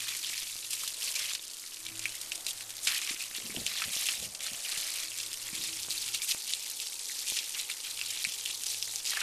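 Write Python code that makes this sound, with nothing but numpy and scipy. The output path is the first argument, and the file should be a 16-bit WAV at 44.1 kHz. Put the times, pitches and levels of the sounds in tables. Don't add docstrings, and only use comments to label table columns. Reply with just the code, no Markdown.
import sys
import numpy as np
from scipy import signal
from scipy.fft import rfft, irfft
from scipy.io import wavfile
from scipy.ndimage import uniform_filter1d

SR = 44100
rng = np.random.default_rng(int(sys.argv[2]) if len(sys.argv) > 2 else 0)


def unload_wav(signal):
    wavfile.write(
        sys.argv[1],
        SR,
        np.round(np.clip(np.atleast_2d(signal).T, -1, 1) * 32767).astype(np.int16),
    )


N = 406602
TIME = np.arange(N) / SR
CUTOFF_HZ = 14000

# f/Hz, level/dB
PATTER_SPECTRUM = [(500, -18), (1200, -19.5), (1800, -7.5), (2400, 1), (3200, 2), (4200, 4), (6000, 1.5),
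                   (8000, 1), (11000, -15.5), (14000, -48)]
# f/Hz, level/dB
PUDDLE_SPECTRUM = [(300, -34), (700, -16), (1100, -10.5), (1500, -12), (2100, -4), (2700, -6.5),
                   (3600, -22), (6000, -4)]
# f/Hz, level/dB
MIST_SPECTRUM = [(2000, -26), (4500, -3), (7000, -0.5), (9000, 0), (11000, -4), (14000, -9)]
EDGE_HZ, EDGE_AT_DB = 1700, -17.5
EDGE_OCTAVES_PER_DB, EDGE_WANDER_OCTAVES = 0.29, 0.069
HOLLOW_HZ, HOLLOW_WANDER_OCTAVES, HOLLOW_DB = 3260, .33, 0


def spray():
    patter_level, puddle_level, mist_level = gushes()
    flow = rms_one(patter_level)

    surge = np.sqrt(flow) + clumps(per_s=160 * flow, spread_db=2.7, decay_s=.0016)
    slosh = .35 + clumps(per_s=100, spread_db=2.3, decay_s=.0045)
    ticks = rms_one(impacts(per_s=5000 * flow, spread_db=0.0))
    droplets = rms_one(impacts(per_s=3500 * flow, spread_db=2.0))

    fizz = bubbles(flow, spread_db=4.0, low_hz=1790, high_hz=12100, cycles=3.9, count=20000, size=128)
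    drips = bubbles(np.sqrt(flow), spread_db=3.0, low_hz=1860, high_hz=9500, cycles=36,
                    count=4200, size=384)
    churn = bubbles(puddle_level, spread_db=2.5, low_hz=1072, high_hz=2890, cycles=20.5,
                    count=3500, size=640)

    grain = spatter(fizz + .5 * ticks + .5 * rng.standard_normal(N), flow)
    coat = rms_one(surge * grain)
    patter = coloured(coat + .45 * np.minimum(flow, 1) * drips, PATTER_SPECTRUM)
    puddle_share_db = 20 * np.log10(puddle_level / patter_level)
    edge_octaves = EDGE_WANDER_OCTAVES * drift(22) - EDGE_OCTAVES_PER_DB * (puddle_share_db - EDGE_AT_DB)
    patter = swept(patter, EDGE_HZ * 2 ** edge_octaves, q=0.58)
    hollow_hz = HOLLOW_HZ * 2 ** (HOLLOW_WANDER_OCTAVES * drift(9))
    patter = patter + from_db(HOLLOW_DB) * swept(patter, hollow_hz, q=7.3, peak=True)

    puddle = coloured(slosh * (churn + .4 * ticks), PUDDLE_SPECTRUM)
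    fine_spray = spatter(droplets + fizz + from_db(-1) * rng.standard_normal(N), flow)
    mist = coloured(surge ** .4 * fine_spray, MIST_SPECTRUM)
    return patter_level * steady(patter) + puddle_level * steady(puddle) + mist_level * steady(mist)


# t/s, patter level/dB, puddle splash re patter level/dB
AIMED_SPRAY = [(0, -41.5, -13.5), (.42, -42, -17), (.6, -46, -19.5), (1.3, -44, -14), (1.38, -48.5, -17),
               (1.55, -50.5, -21.5), (1.93, -51, -15.5), (2.15, -47.5, -13), (2.75, -50, -16),
               (3.1, -45, -13.5), (3.5, -46, -13), (3.87, -42, -12), (4.255, -43, -16), (4.29, -51, -16),
               (4.395, -51, -17), (4.55, -43.5, -13), (5.04, -42.5, -11), (5.08, -46, -15.5),
               (5.22, -43.5, -15), (5.29, -46, -17), (5.8, -42.5, -18), (6.7, -43.5, -20), (6.97, -45, -21),
               (7.2, -41.5, -19), (7.8, -45, -17), (8.3, -42.5, -17), (8.9, -44, -21.5), (9.22, -43, -17)]
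# t/s, length/s, patter level/dB,
# puddle splash re patter level/dB, mist re patter level/dB
GROUND_GUSHES = [(0.0, .14, -39, -8, -22), (0.206, .17, -40, -14, -20), (.69, .19, -43, -14, 4),
                 (0.985, .14, -40, -12, 3.5), (1.125, .19, -37.5, -10, -3.5), (1.973, .15, -45.5, -9.5, -1),
                 (2.458, .045, -41.5, -15.5, 2.5), (2.826, .04, -44, -12, 14),
                 (2.866, .11, -34, -6.5, -2.5), (3.0, .12, -38, -11, -3.5), (3.184, .05, -41, -10, -5),
                 (3.336, .04, -41, -11, -13), (3.65, .19, -37.5, -8.5, -19), (3.899, .23, -36, -12, 1.5),
                 (4.397, .09, -40, -10.5, -2), (4.61, .42, -38.5, -11, 0), (5.44, .05, -46, -5, -13),
                 (5.529, .14, -40.5, -16, -2.5), (5.883, .22, -40.5, -16, -0.5), (6.126, .02, -36, -17, -6),
                 (6.213, .03, -39, -14, 5), (6.272, .04, -34, -15, 1.5), (6.46, .07, -41, -16, 0),
                 (7.25, .1, -38, -18, 3.5), (7.35, .04, -35, -15, -8), (7.53, .07, -39, -10, -1),
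                 (7.673, .04, -42, -9.5, -4), (7.83, .04, -40, -12, -12), (7.968, .25, -42, -13, -6),
                 (8.45, .06, -41, -18, -13), (8.653, .08, -39, -19, 0.5), (9.04, .08, -35, -18.5, -1.5),
                 (9.11, .11, -41, -1.5, -18)]
GUSH_ATTACK_S, GUSH_SAG_DB_PER_S, GUSH_RELEASE_S = .008, 6, .042
GUSH_SWELL_SHARE = .08
SPRAY_MIST_DB = 4
MIST_FOLLOWS = 0.77
WOBBLE_DB, WOBBLE_HZ = 0.17, 14


def gushes():
    aim_db, pool_db = in_time(AIMED_SPRAY)
    mean_db = aim_db.mean()
    haze_db = mean_db + SPRAY_MIST_DB + MIST_FOLLOWS * (aim_db - mean_db)
    power = from_db([aim_db, aim_db + pool_db, haze_db]) ** 2
    for s, length_s, db, puddle_db, mist_db in GROUND_GUSHES:
        at = max(int(s * SR), 0)
        age = TIME[:min(SR, N - at)]
        attack_s = GUSH_ATTACK_S + GUSH_SWELL_SHARE * length_s
        shape = (1 - np.exp(-age / attack_s)) * from_db(-GUSH_SAG_DB_PER_S * age)
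        shape = shape * np.exp(-np.maximum(age - length_s, 0) / GUSH_RELEASE_S)
        peaks = from_db([[db], [db + puddle_db], [db + mist_db]])
        power[:, at:at + len(age)] += (peaks * shape) ** 2
    return np.sqrt(power) * from_db(WOBBLE_DB * drift(WOBBLE_HZ))


def clumps(per_s, spread_db, decay_s):
    r = np.exp(-1 / (decay_s * SR))
    power = signal.lfilter([1], [1, -r], impacts(per_s, spread_db) ** 2)
    return np.sqrt(power / np.mean(power))


def spatter(x, flow, count=5):
    spectrum, hz = rfft(x), np.fft.rfftfreq(N, 1 / SR)
    band = np.digitize(hz, np.geomspace(2400, 10500, count - 1))
    out = np.zeros(N)
    for k in range(count):
        lumps = 1.15 + clumps(per_s=260 * np.sqrt(flow), spread_db=2.3, decay_s=.0016)
        out += irfft(spectrum * (band == k), N) * lumps
    return out


def bubbles(flow, spread_db, low_hz, high_hz, cycles, count, size):
    when, pitch, strength, damping = rng.random((4, count, 1))
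    at = np.searchsorted(np.cumsum(flow) / np.sum(flow), when) + np.arange(size)
    hz = low_hz * (high_hz / low_hz) ** pitch
    turns = hz * np.arange(size) / SR
    age = turns / (cycles * (.5 + damping))
    gain = from_db(spread_db * np.minimum(-np.log(1 - strength), 4)) * hz / low_hz
    rings = gain * np.exp(-np.log(1000) * age) * np.sin(2 * np.pi * turns * (1 + 0.086 * age))
    return rms_one(np.bincount(at.ravel(), rings.ravel(), N)[:N])


# t/s, level/dB, pitch of the ground-echo colour f/Hz
FLANK_DRUMMING = [(0, -84, 520), (1.1, -59, 530), (1.7, -75, 556), (2.4, -60, 704), (3.2, -68, 630),
                  (4.1, -61, 660), (4.82, -58.5, 640), (5.1, -66.5, 546), (5.7, -65, 443), (9.22, -63, 430)]
# f/Hz, level/dB
FLANK_SPECTRUM = [(120, -22.5), (300, -5.5), (450, -0.5), (600, 1), (900, 1), (1300, -9), (2500, -20.5)]


def drumming():
    level_db, echo_hz = in_time(FLANK_DRUMMING)
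    direct = coloured(impacts(per_s=900, spread_db=0.5), FLANK_SPECTRUM)
    echo = np.interp(TIME - 1 / echo_hz, TIME, direct)
    return from_db(level_db) * rms_one(direct + 0.69 * echo)


# t/s, burst level before its envelope/dB, decay/s, centre f/Hz
WATER_SLAPS = [(0.705, -25.5, 0.0061, 6260), (0.731, -25.5, 0.0054, 6100), (.877, -26, .004, 6000),
               (1.152, -29, 0.014, 5000), (1.191, -25, 0.0057, 5430), (1.349, -24.5, 0.0046, 3880),
               (2.213, -25.5, 0.003, 6100), (2.318, -22, 0.0025, 3970), (2.869, -24.5, 0.02, 3040),
               (3.092, -25, 0.0048, 3200), (3.361, -32, 0.0046, 7400), (3.819, -28, 0.0041, 2300),
               (3.838, -23, 0.0034, 3160), (4.088, -28, 0.0082, 2980), (4.348, -26.5, 0.0034, 4550),
               (4.774, -24, 0.0035, 5600), (5.031, -27, 0.0037, 3850), (5.2, -26, 0.0035, 4000),
               (5.23, -26, 0.0035, 4800), (5.637, -24, 0.0033, 4600), (5.923, -28, 0.0051, 4800),
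               (6.145, -24, 0.0053, 5100), (6.292, -24, 0.0032, 6600), (6.319, -21, 0.0024, 4500),
               (6.814, -31.5, 0.014, 4900), (7.368, -27, 0.0067, 4220), (8.104, -23, 0.0032, 5100),
               (8.337, -25, 0.0023, 5800), (9.116, -29.5, 0.005, 2700), (9.133, -25.5, 0.0033, 1970),
               (9.169, -29, 0.0056, 1495), (9.183, -27.5, 0.0025, 2400), (9.213, -27.5, 0.0061, 2000)]


def slaps(rise_s, width, size=4096):
    out, age = np.zeros(N + size), TIME[:size]
    crackle = impacts(per_s=18000, spread_db=2.5)
    for s, db, decay_s, hz in WATER_SLAPS:
        at = int(s * SR)
        edges_hz = [hz / width, min(hz * width, CUTOFF_HZ)]
        band = signal.butter(2, edges_hz, "band", fs=SR, output="sos")
        burst = rms_one(signal.sosfilt(band, crackle[at - size:at]))
        envelope = (1 - np.exp(-age / rise_s)) * np.exp(-age / decay_s)
        out[at:at + size] += from_db(db) * envelope * burst
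    return out[:N]


# t/s, peak level of the ring's envelope/dB, f/Hz, spatter re that peak level/dB
FAT_DROPS = [(0.2466, -22.5, 3270, -25), (0.3311, -30, 2090, -22), (0.835, -36, 1250, -6),
             (0.877, -21, 3800, -30), (1.0222, -23.5, 3020, -28), (1.0758, -27, 2630, -28),
             (1.3346, -22, 4410, -8), (1.866, -24.5, 3940, -13), (1.888, -35, 2320, -3),
             (1.9933, -28.5, 5070, -0.5), (2.0558, -17, 2370, -35), (2.3193, -23.5, 2780, -22),
             (2.3553, -26.5, 8060, -1.5), (2.4656, -20.5, 3820, -2.5), (2.873, -22, 2630, 2),
             (3.016, -18, 6430, -12), (3.564, -23, 3000, -31), (3.665, -23.5, 2900, -1),
             (3.7663, -26, 3730, -17), (3.82, -27.5, 1340, -26), (3.8197, -25, 2400, -19),
             (4.087, -17.5, 2860, -15), (4.406, -26.5, 3720, -5), (4.465, -39, 1510, -4),
             (5.118, -27.5, 2900, -20), (5.906, -20, 4770, -23), (6.536, -14, 3950, -27),
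             (7.097, -32, 2060, -24), (7.113, -38, 1910, -28), (7.599, -27, 3200, -12),
             (7.699, -23, 2360, -23), (7.992, -29, 2660, -25), (8.0138, -21.5, 2670, -16),
             (8.174, -24, 3920, -25), (8.2423, -18, 4120, -29), (8.2496, -16, 2410, -16),
             (8.3221, -27, 5300, -12), (8.4594, -19, 3100, -21), (8.665, -27.5, 6260, 1.5),
             (8.745, -24, 4440, -13), (8.826, -18, 5500, -17), (8.9588, -17, 6000, -28),
             (9.053, -18, 4930, -23.5), (9.1718, -26, 1740, -5.5), (9.205, -24.5, 3630, -1)]
PLOP_REF_HZ, PLOP_SIZE_POWER = 3500, 0.093


def plops(swell_cycles, smack_db, smack_s, spatter_s):
    rings, splash, t = np.zeros(N + SR), np.zeros(N + SR), np.arange(SR // 12) / SR
    for s, db, hz, spatter_db in FAT_DROPS:
        age = t * hz / (swell_cycles * (PLOP_REF_HZ / hz) ** PLOP_SIZE_POWER)
        at = int(s * SR)
        rings[at:at + len(t)] += from_db(db) * age * np.exp(1 - age) * np.sin(2 * np.pi * hz * t)
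        smack = from_db(db + smack_db) * np.exp(-t / smack_s)
        splash[at:at + len(t)] += smack + from_db(db + spatter_db) * np.exp(-t / spatter_s)
    # (Hz, relative dB)
    colour = [(500, -7.5), (1400, -9), (2500, 8.5), (5000, 11.0), (9000, 7.0), (14000, -10.0)]
    splash = splash[:N]
    return rings[:N] + coloured(splash * rng.standard_normal(N), colour) * np.sqrt(np.mean(splash ** 2))


# t/s, peak of the envelope before the noise and band filter, level/dB
MUD_CRACKS = [(.509, -24), (2.04, -25), (2.099, -25), (2.608, -20), (2.705, -29), (2.768, -23),
              (4.012, -19), (4.417, -24), (4.466, -19), (5.1865, -17), (5.331, -18.5), (5.551, -19),
              (7.087, -21.5), (8.29, -21), (8.636, -15.5)]


def stray_drops(crack_s, blip_db):
    hits = from_db(-33.5) * np.abs(impacts(per_s=42, spread_db=2.4))
    for s, db in MUD_CRACKS:
        hits[int(s * SR)] = from_db(db)
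    envelope = signal.lfilter([1], [1, -np.exp(-1 / (crack_s * SR))], hits + 1e-18)
    band = signal.butter(2, [2700, 9500], "band", fs=SR, output="sos")
    cracks = signal.sosfilt(band, envelope * rng.standard_normal(N))
    blips = bubbles(from_db(in_time(AIMED_SPRAY)[0]), spread_db=2.2, low_hz=2000, high_hz=4600,
                    cycles=22, count=200, size=768)
    return cracks + from_db(blip_db) * blips


def scatter(x, t60, wet_db):
    t = np.arange(SR // 4) / SR
    tail = rng.standard_normal(len(t)) * np.exp(-np.log(1000) * t / t60) * (t > .002)
    return x + from_db(wet_db) * signal.fftconvolve(x, tail / np.linalg.norm(tail))[:N]


# t/s, peak level/dB
BLUNT_TICKS = [(0.557, -32.5), (0.837, -33), (3.966, -26), (4.088, -30.5), (5.885, -26), (6.149, -31),
               (6.348, -23.5), (7.322, -25)]


def dry_ticks(dull_hz):
    clicks = np.zeros(N)
    for s, db in BLUNT_TICKS:
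        clicks[int(s * SR)] = from_db(db)
    return signal.lfilter([1], [1, -np.exp(-2 * np.pi * dull_hz / SR)], clicks + 1e-18)


# t/s, peak level of the envelope/dB, f/Hz
DULL_THUDS = [(3.109, -40, 274), (3.141, -46, 300), (3.383, -43, 340), (3.455, -41, 229), (3.496, -39, 310),
              (3.544, -40, 600), (3.548, -37, 380), (3.564, -46, 220), (3.571, -32, 282),
              (3.573, -35.5, 640), (3.582, -36, 180), (3.599, -41, 200), (3.857, -45, 149),
              (3.877, -47, 190), (4.517, -45, 231), (4.528, -50, 191), (4.775, -52, 160),
              (5.53, -39.5, 208), (5.604, -50, 260), (8.27, -47, 185)]


def thuds(swell_cycles):
    out, t = np.zeros(N + SR), TIME[:SR // 20]
    for s, db, hz in DULL_THUDS:
        age, at = t * hz / swell_cycles, int(s * SR)
        out[at:at + len(t)] += from_db(db) * age * np.exp(1 - age) * np.sin(2 * np.pi * hz * t)
    return out[:N]


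# t/s, level before the low cut/dB, half length/s, deep bass re that level/dB
WIND_PUFFS = [(1.912, -61, 0.028, -1), (3.45, -54.5, 0.03, -11), (3.59, -47.5, 0.053, -9),
              (3.878, -54, 0.023, -5), (4.24, -53, 0.049, -2), (4.532, -57.5, 0.014, 1),
              (5.615, -54.5, 0.038, -7), (5.86, -71, .1, 7)]
# f/Hz, level/dB
WIND_SPECTRUM = [(25, -26), (70, -1), (130, -1), (220, 3), (350, -8), (550, -9), (900, -34), (2000, -23)]
WIND_LOW_CUT_HZ = 125


def wind():
    level, deep_level = np.zeros(N), np.zeros(N)
    for s, db, half_s, deep_db in WIND_PUFFS:
        swell = from_db(db) / (1 + ((TIME - s) / half_s) ** 2)
        level += swell
        deep_level += swell * from_db(deep_db)
    lumps = rng.standard_normal(N) * from_db(2.5 * drift(80))
    upper = coloured(lumps, [(150, -15.0), (350, 0.0), (600, -1.5), (1000, -14.0), (2000, -15.0)])
    puffs = level * (coloured(lumps, WIND_SPECTRUM) + 0.84 * np.sqrt(level / level.max()) * upper)
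    low_cut = signal.butter(2, WIND_LOW_CUT_HZ, "high", fs=SR, output="sos")
    deep_band = signal.butter(2, [45, WIND_LOW_CUT_HZ], "band", fs=SR, output="sos")
    deep = rms_one(signal.sosfilt(deep_band, rng.standard_normal(N)))
    return signal.sosfilt(low_cut, puffs) + deep_level * deep


# t/s, level/dB
RUMBLE_LEVEL = [(0, -53), (1.2, -58), (2.2, -52.5), (4.6, -57), (5.4, -52), (6.8, -56), (9.22, -56.5)]
# f/Hz, level/dB
RUMBLE_SPECTRUM = [(25, 10), (50, -11), (100, -0.5), (140, -14), (220, 0.5), (400, 0), (700, -4.5),
                   (1000, 1), (2000, 2.5), (5000, -4)]
# f/Hz, level before swell and waver/dB
HUM_PARTIALS = [(109, -82), (326, -82.5)]
# t/s, added level/dB
HUM_SWELLING = [(0, 12.5), (.95, 6.5), (1.3, -2), (1.9, 13), (2.8, 10.5), (3.3, 4), (4.8, 4.5), (5.45, 12),
                (6.1, 10), (6.7, -5), (8, 1.5), (8.4, 8.5), (9.22, 3)]
HUM_WAVER_DB = 4.5


def yard():
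    (rumble_db,), (swell_db,) = in_time(RUMBLE_LEVEL), in_time(HUM_SWELLING)
    hum = np.zeros(N)
    for hz, db in HUM_PARTIALS:
        level = from_db(db + swell_db + HUM_WAVER_DB * drift(2.6))
        phase = 2 * np.pi * np.cumsum(hz + 0.8 * drift(6.2)) / SR
        hum += level * np.sqrt(2) * np.sin(phase)
    return from_db(rumble_db) * coloured(rng.standard_normal(N), RUMBLE_SPECTRUM) + hum


def impacts(per_s, spread_db):
    sizes = from_db(spread_db * np.minimum(rng.exponential(1, N), 4)) * rng.choice([-1, 1], N)
    return sizes * (rng.random(N) < per_s / SR)


def coloured(x, spectrum, size=8192):
    hz, db = np.transpose(spectrum)
    shape = np.interp(np.log(np.fft.rfftfreq(size, 1 / SR) + 1), np.log(hz), db)
    cepstrum = irfft(np.log(from_db(shape)))[:size // 2]
    response = irfft(np.exp(2 * rfft(cepstrum, size)))
    return rms_one(signal.oaconvolve(x, response)[:N])


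def swept(x, corner_hz, q, peak=False, size=256):
    out, state = np.zeros(N), np.zeros(2)
    for at in range(0, N, size):
        w = 2 * np.pi * np.clip(corner_hz[at], 500, 6000) / SR
        c, damping = np.cos(w), np.sin(w) / (2 * q)
        b = [damping, 0, -damping] if peak else np.array([1, -2, 1]) * (1 + c) / 2
        a = [1 + damping, -2 * c, 1 - damping]
        out[at:at + size], state = signal.lfilter(b, a, x[at:at + size], zi=state)
    return out


def steady(x):
    return x / np.sqrt(uniform_filter1d(x ** 2, size=5000) + 1e-9)


def drift(rate_hz):
    size = N // 32
    hz = np.fft.rfftfreq(size, N / size / SR)
    slow = irfft(rfft(rng.standard_normal(size)) / (1 + (hz / rate_hz) ** 2), size)
    return np.interp(TIME, np.linspace(0, N / SR, size), rms_one(slow))


def in_time(rows):
    s, *columns = np.transpose(rows)
    return [np.interp(TIME, s, c) for c in columns]


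def rms_one(x):
    return x / np.sqrt(np.mean(x ** 2) + 1e-20)


def from_db(db):
    return 10 ** (np.asarray(db) / 20)


def scene():
    drops = plops(swell_cycles=1.22, smack_db=-8.5, smack_s=0.0007, spatter_s=0.0024)
    drops = drops + stray_drops(crack_s=0.00053, blip_db=-56)
    splashes = scatter(drops + slaps(rise_s=0.0012, width=1.76), t60=0.058, wet_db=-7.0)
    water = spray() + drumming() + splashes
    mix = water + dry_ticks(dull_hz=1120) + thuds(swell_cycles=0.43) + wind() + yard()
    return mix[None]


def record(dry):
    return signal.sosfilt(signal.ellip(10, .2, 70, CUTOFF_HZ, fs=SR, output="sos"), dry)


dry = scene()
out = record(dry)
unload_wav(out)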